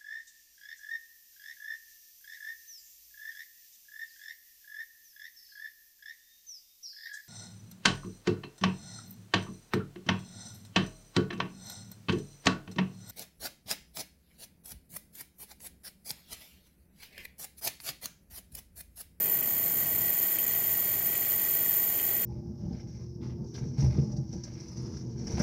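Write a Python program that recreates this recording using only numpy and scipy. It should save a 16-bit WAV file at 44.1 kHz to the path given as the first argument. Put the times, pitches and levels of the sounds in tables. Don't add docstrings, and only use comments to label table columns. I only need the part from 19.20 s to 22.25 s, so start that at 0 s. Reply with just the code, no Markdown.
import sys
import numpy as np
from scipy import signal
from scipy.io import wavfile
from scipy.ndimage import uniform_filter1d

SR = 44100
rng = np.random.default_rng(int(sys.argv[2]) if len(sys.argv) > 2 else 0)


def to_wav(sig):
    pcm = np.clip(np.atleast_2d(sig), -1, 1) * 32767
    pcm = np.round(pcm).astype(np.int16)
    wavfile.write(sys.argv[1], SR, pcm.T)


N = 134505
TIME = np.arange(N) / SR
HUM_HZ = 100

# (time [s], spark rate [Hz])
SPARK_RATE = [(0, 13536), (.4, 13532), (1.3, 13528), (3.05, 13525)]
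# (time [s], level [dB])
ARC_LEVEL = [(0.0, -27.5), (0.9, -27), (1.94, -28.5), (2.43, -27), (3.05, -28)]
# (time [s], mean level relative to a spark [dB])
IMBALANCE = [(0, -28), (.2, -28), (.3, -11.5), (.75, -15.5), (1.3, -10), (1.8, -13), (2.4, -12.5),
             (3.05, -11.5)]
# (frequency [Hz], gain [dB])
SPARK_EQ = [(300, -60), (1500, -38), (3000, -20), (5500, -21), (7000, -8), (9000, -12), (11000, -13),
            (12000, -5), (13000, 0), (13500, 0), (13800, 1.5), (14400, 0), (15230, -1.5), (15700, -5),
            (20000, -30)]
# (centre [Hz], width [Hz], gain [dB])
GLASS_RESONANCES = [(1930, 150, 13), (2450, 250, 2), (2710, 110, -13), (2980, 50, -6), (3140, 120, 5),
                    (3830, 300, -7), (4250, 110, 7), (4420, 90, -5), (4620, 200, 7), (4980, 130, -6),
                    (5600, 200, 3), (5850, 160, -7), (6650, 130, -6), (6980, 300, 5), (7400, 400, 4),
                    (7660, 110, -7), (8350, 170, 4), (9800, 700, 9), (13450, 450, 6), (14100, 200, -4),
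                    (14400, 250, 4), (14800, 300, -4), (15230, 350, 5)]
def arc():
    jitter_periods, size_spread_db, oversample = .17, 2.5, 16
    phase_slip = .04 * drift(hz=10)
    half_turns = np.cumsum(curve(SPARK_RATE)) / SR + phase_slip - phase_slip[0]
    spark = np.arange(1, int(half_turns[-1]))
    timing_scatter, size_scatter = rng.standard_normal((len(spark), 2)).T
    position = np.interp(spark + jitter_periods * timing_scatter, half_turns, np.arange(N))
    sample = position.astype(int)

    ripple = 2 * np.pi * HUM_HZ * TIME
    flicker_db = 1.7 * drift(hz=350) + .6 * drift(hz=25)
    strength = dropouts() * gain_of(flicker_db) * (1 + .12 * np.cos(ripple))
    imbalance = gain_of(curve(IMBALANCE)) * (1 + .9 * np.cos(ripple) + .22 * np.cos(2 * ripple))
    polarity_gain = 1 + (-1.) ** spark * imbalance[sample]
    size = strength[sample] * gain_of(size_spread_db * size_scatter) * polarity_gain

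    clicks = np.bincount(np.round(oversample * position).astype(int), size, minlength=oversample * N)
    sparks = equalise(signal.resample_poly(clicks, 1, oversample), SPARK_EQ, GLASS_RESONANCES)
    return gain_of(curve(ARC_LEVEL)) * unit_rms(streamers(sparks))


def streamers(sparks):
    depth_db, patch_frames, patch_bins = 2.2, 4, 6
    spectrum = signal.stft(sparks, nperseg=128, noverlap=96)[2]
    patches = uniform_filter1d(rng.standard_normal(spectrum.T.shape), patch_frames, axis=0)
    patches = uniform_filter1d(patches, patch_bins, axis=1).T
    return signal.istft(spectrum * gain_of(depth_db * unit_rms(patches)), nperseg=128, noverlap=96)[1][:N]


# (restrike time [s], gap [s], dip [dB], snap level [dB], pitch of the spot struck [Hz])
RESTRIKES = [(.0544, .003, -12, -50, 2700), (.0790, .007, -10, -46, 2300), (.0947, .003, -15, -44, 2700),
             (.1862, .004, -14, -48, 2700), (.2250, .010, -22, -40, 2600), (.2551, .005, -8, -50, 2700),
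             (.6552, .004, -14, -46, 2700), (.8045, .004, -9, -50, 2700), (1.0107, .007, -11, -46, 2700),
             (1.1640, .003, -10, -48, 2700), (1.1848, .012, -16, -35, 2550), (1.2637, .010, -16, -46, 2700),
             (1.3470, .002, -6, -40, 2500), (1.3734, .003, -11, -48, 2700), (1.9262, .003, -10, -39, 2400),
             (1.9525, .009, -17, -39, 2400), (2.0474, .004, -11, -48, 2700), (2.5074, .004, -10, -48, 2700),
             (2.5265, .003, -10, -50, 2700), (2.7965, .004, -12, -37, 3050), (2.8265, .003, -12, -46, 3100),
             (2.8869, .003, -10, -48, 2700)]
FADE_S, STRIKE_S = .003, .0008
def dropouts():
    db = 0
    for strike_at, gap_s, dip_db, *_ in RESTRIKES:
        dying = np.clip((TIME - strike_at + gap_s + FADE_S / 2) / FADE_S, 0, 1)
        still_out = np.clip((strike_at - TIME) / STRIKE_S + 1, 0, 1)
        db = db + dip_db * dying * still_out
    return gain_of(db)


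# (frequency [Hz], level [dB], decay by 60 dB [s])
GLASS_MODES = [(2300, 0, .03), (2550, 0, .035), (2950, -1, .04), (3150, -2, .08), (4600, -10, .03)]
# (frequency [Hz], gain [dB])
CRACK_EQ = [(3000, -34), (7000, -12), (10000, 13), (12500, -24), (15700, -23)]
def snaps():
    falloff_db_per_octave, crack_t60_s = 16, .012
    t = np.arange(3000) / SR
    attack = np.minimum(t / STRIKE_S, 1)
    rings, cracks = np.zeros((2, N + len(t)))
    for strike_at, _, _, snap_db, spot_hz in RESTRIKES:
        start = round(strike_at * SR)
        span = slice(start, start + len(t))
        onset = gain_of(snap_db) * attack
        for hz, mode_db, t60_s in GLASS_MODES:
            ring_db = mode_db - falloff_db_per_octave * abs(np.log2(hz / spot_hz)) - 60 * t / t60_s
            rings[span] += onset * gain_of(ring_db) * np.sin(2 * np.pi * (hz * t + rng.random()))
        cracks[span] += onset * gain_of(7 - 60 * t / crack_t60_s) * rng.standard_normal(len(t))
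    return rings[:N] + equalise(cracks, CRACK_EQ)


def reflections(jet, level_db=-14, t60_s=.12):
    t = np.arange(8000) / SR
    tail = rng.standard_normal(len(t)) * gain_of(-60 * t / t60_s) * (t > .002)
    return gain_of(level_db) * signal.oaconvolve(jet, tail / np.linalg.norm(tail))[:N]


# (time [s], level [dB])
GAS_LEVEL = [(0, -42), (.5, -42), (.85, -41), (1.05, -40.5), (1.25, -41), (1.45, -40.5), (1.6, -40.5),
             (1.78, -40.5), (1.9, -41), (2.15, -40), (2.4, -40.5), (3.05, -41)]
# (frequency [Hz], gain [dB])
GAS_EQ = [(600, -23.5), (1300, -6.5), (2200, -1.5), (3300, -3), (4000, -7.5), (5500, -9), (7200, -1),
          (9000, -11), (15700, -8)]
def nozzle_hiss():
    flutter_db = .95 * drift(hz=45)
    hiss = equalise(rng.standard_normal(N), GAS_EQ, GLASS_RESONANCES)
    return gain_of(curve(GAS_LEVEL) + flutter_db) * unit_rms(hiss)


# (time [s], level [dB])
HUM_LEVEL = [(0.0, -68), (0.1, -62.5), (0.86, -53), (1.13, -71), (1.21, -53), (2.96, -59), (3.05, -63)]
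def transformer_hum():
    waver_db = 3 * drift(hz=12)
    return gain_of(curve(HUM_LEVEL) + waver_db) * np.sqrt(2) * np.sin(2 * np.pi * HUM_HZ * TIME)


# (time [s], rumble level [dB], drone level [dB])
LOW_END_LEVELS = [(0, -48.5, -48), (.25, -49.5, -63), (.45, -50.5, -63), (.75, -46, -78),
                  (1.05, -60.5, -77), (1.3, -54, -65), (1.8, -53, -55.5), (2.1, -54.5, -64),
                  (2.5, -50, -56), (2.8, -62, -52), (3.05, -48, -58)]
# (frequency [Hz], gain [dB])
AIR_EQ = [(12, -33), (20, -65), (59, -17), (85, -7.5), (102, -3.5), (251, -4), (387, -4), (526, -6),
          (715, -4.5), (841, -8.5), (1500, -17.5), (1950, -24), (3300, -120)]
def room_tone(air_db=-47):
    times, rumble_db, drone_db = np.transpose(LOW_END_LEVELS)
    rumble = gain_of(np.interp(TIME, times, rumble_db)) * noise_band(hz=164, width_hz=116)
    drone = gain_of(np.interp(TIME, times, drone_db)) * noise_band(hz=388, width_hz=27)
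    air = equalise(rng.standard_normal(N), AIR_EQ + [(4000, -38)], bells=[(704, 17, 3.4)])
    return rumble + drone + gain_of(air_db) * unit_rms(air)


def gain_of(db):
    return 10 ** (np.asarray(db) / 20)


def unit_rms(x):
    return x / np.sqrt(np.mean(x ** 2) + 1e-20)


def curve(points):
    return np.interp(TIME, *np.transpose(points))


def drift(hz):
    return unit_rms(signal.lfilter(*signal.butter(2, hz, fs=SR), rng.standard_normal(N)))


def noise_band(hz, width_hz):
    return unit_rms(signal.lfilter(*signal.iirpeak(hz, hz / width_hz, SR), rng.standard_normal(N)))


def equalise(x, points, bells=()):
    hz = abs(np.fft.fftfreq(8192, 1 / SR))
    point_hz, point_db = np.transpose(points)
    db = np.interp(np.log(hz + 1), np.log(point_hz + 1), point_db)
    db += sum(peak_db / (1 + (2 * (hz - centre) / width) ** 2) for centre, width, peak_db in bells)
    log_gain = np.log(gain_of(db))
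    phase = -signal.hilbert(log_gain).imag
    taps = np.fft.ifft(np.exp(log_gain + 1j * phase)).real[:4096]
    return signal.oaconvolve(x, taps)[:N]


def scene():
    jet = arc() + snaps()
    return (jet + reflections(jet) + nozzle_hiss() + transformer_hum() + room_tone())[None]


def record(dry):
    cutoff_hz = 15730
    high_cut = signal.firwin(1023, cutoff_hz, window=("kaiser", 9), fs=SR)
    return signal.oaconvolve(dry, high_cut[None], "same")


dry = scene()
out = record(dry)
to_wav(out)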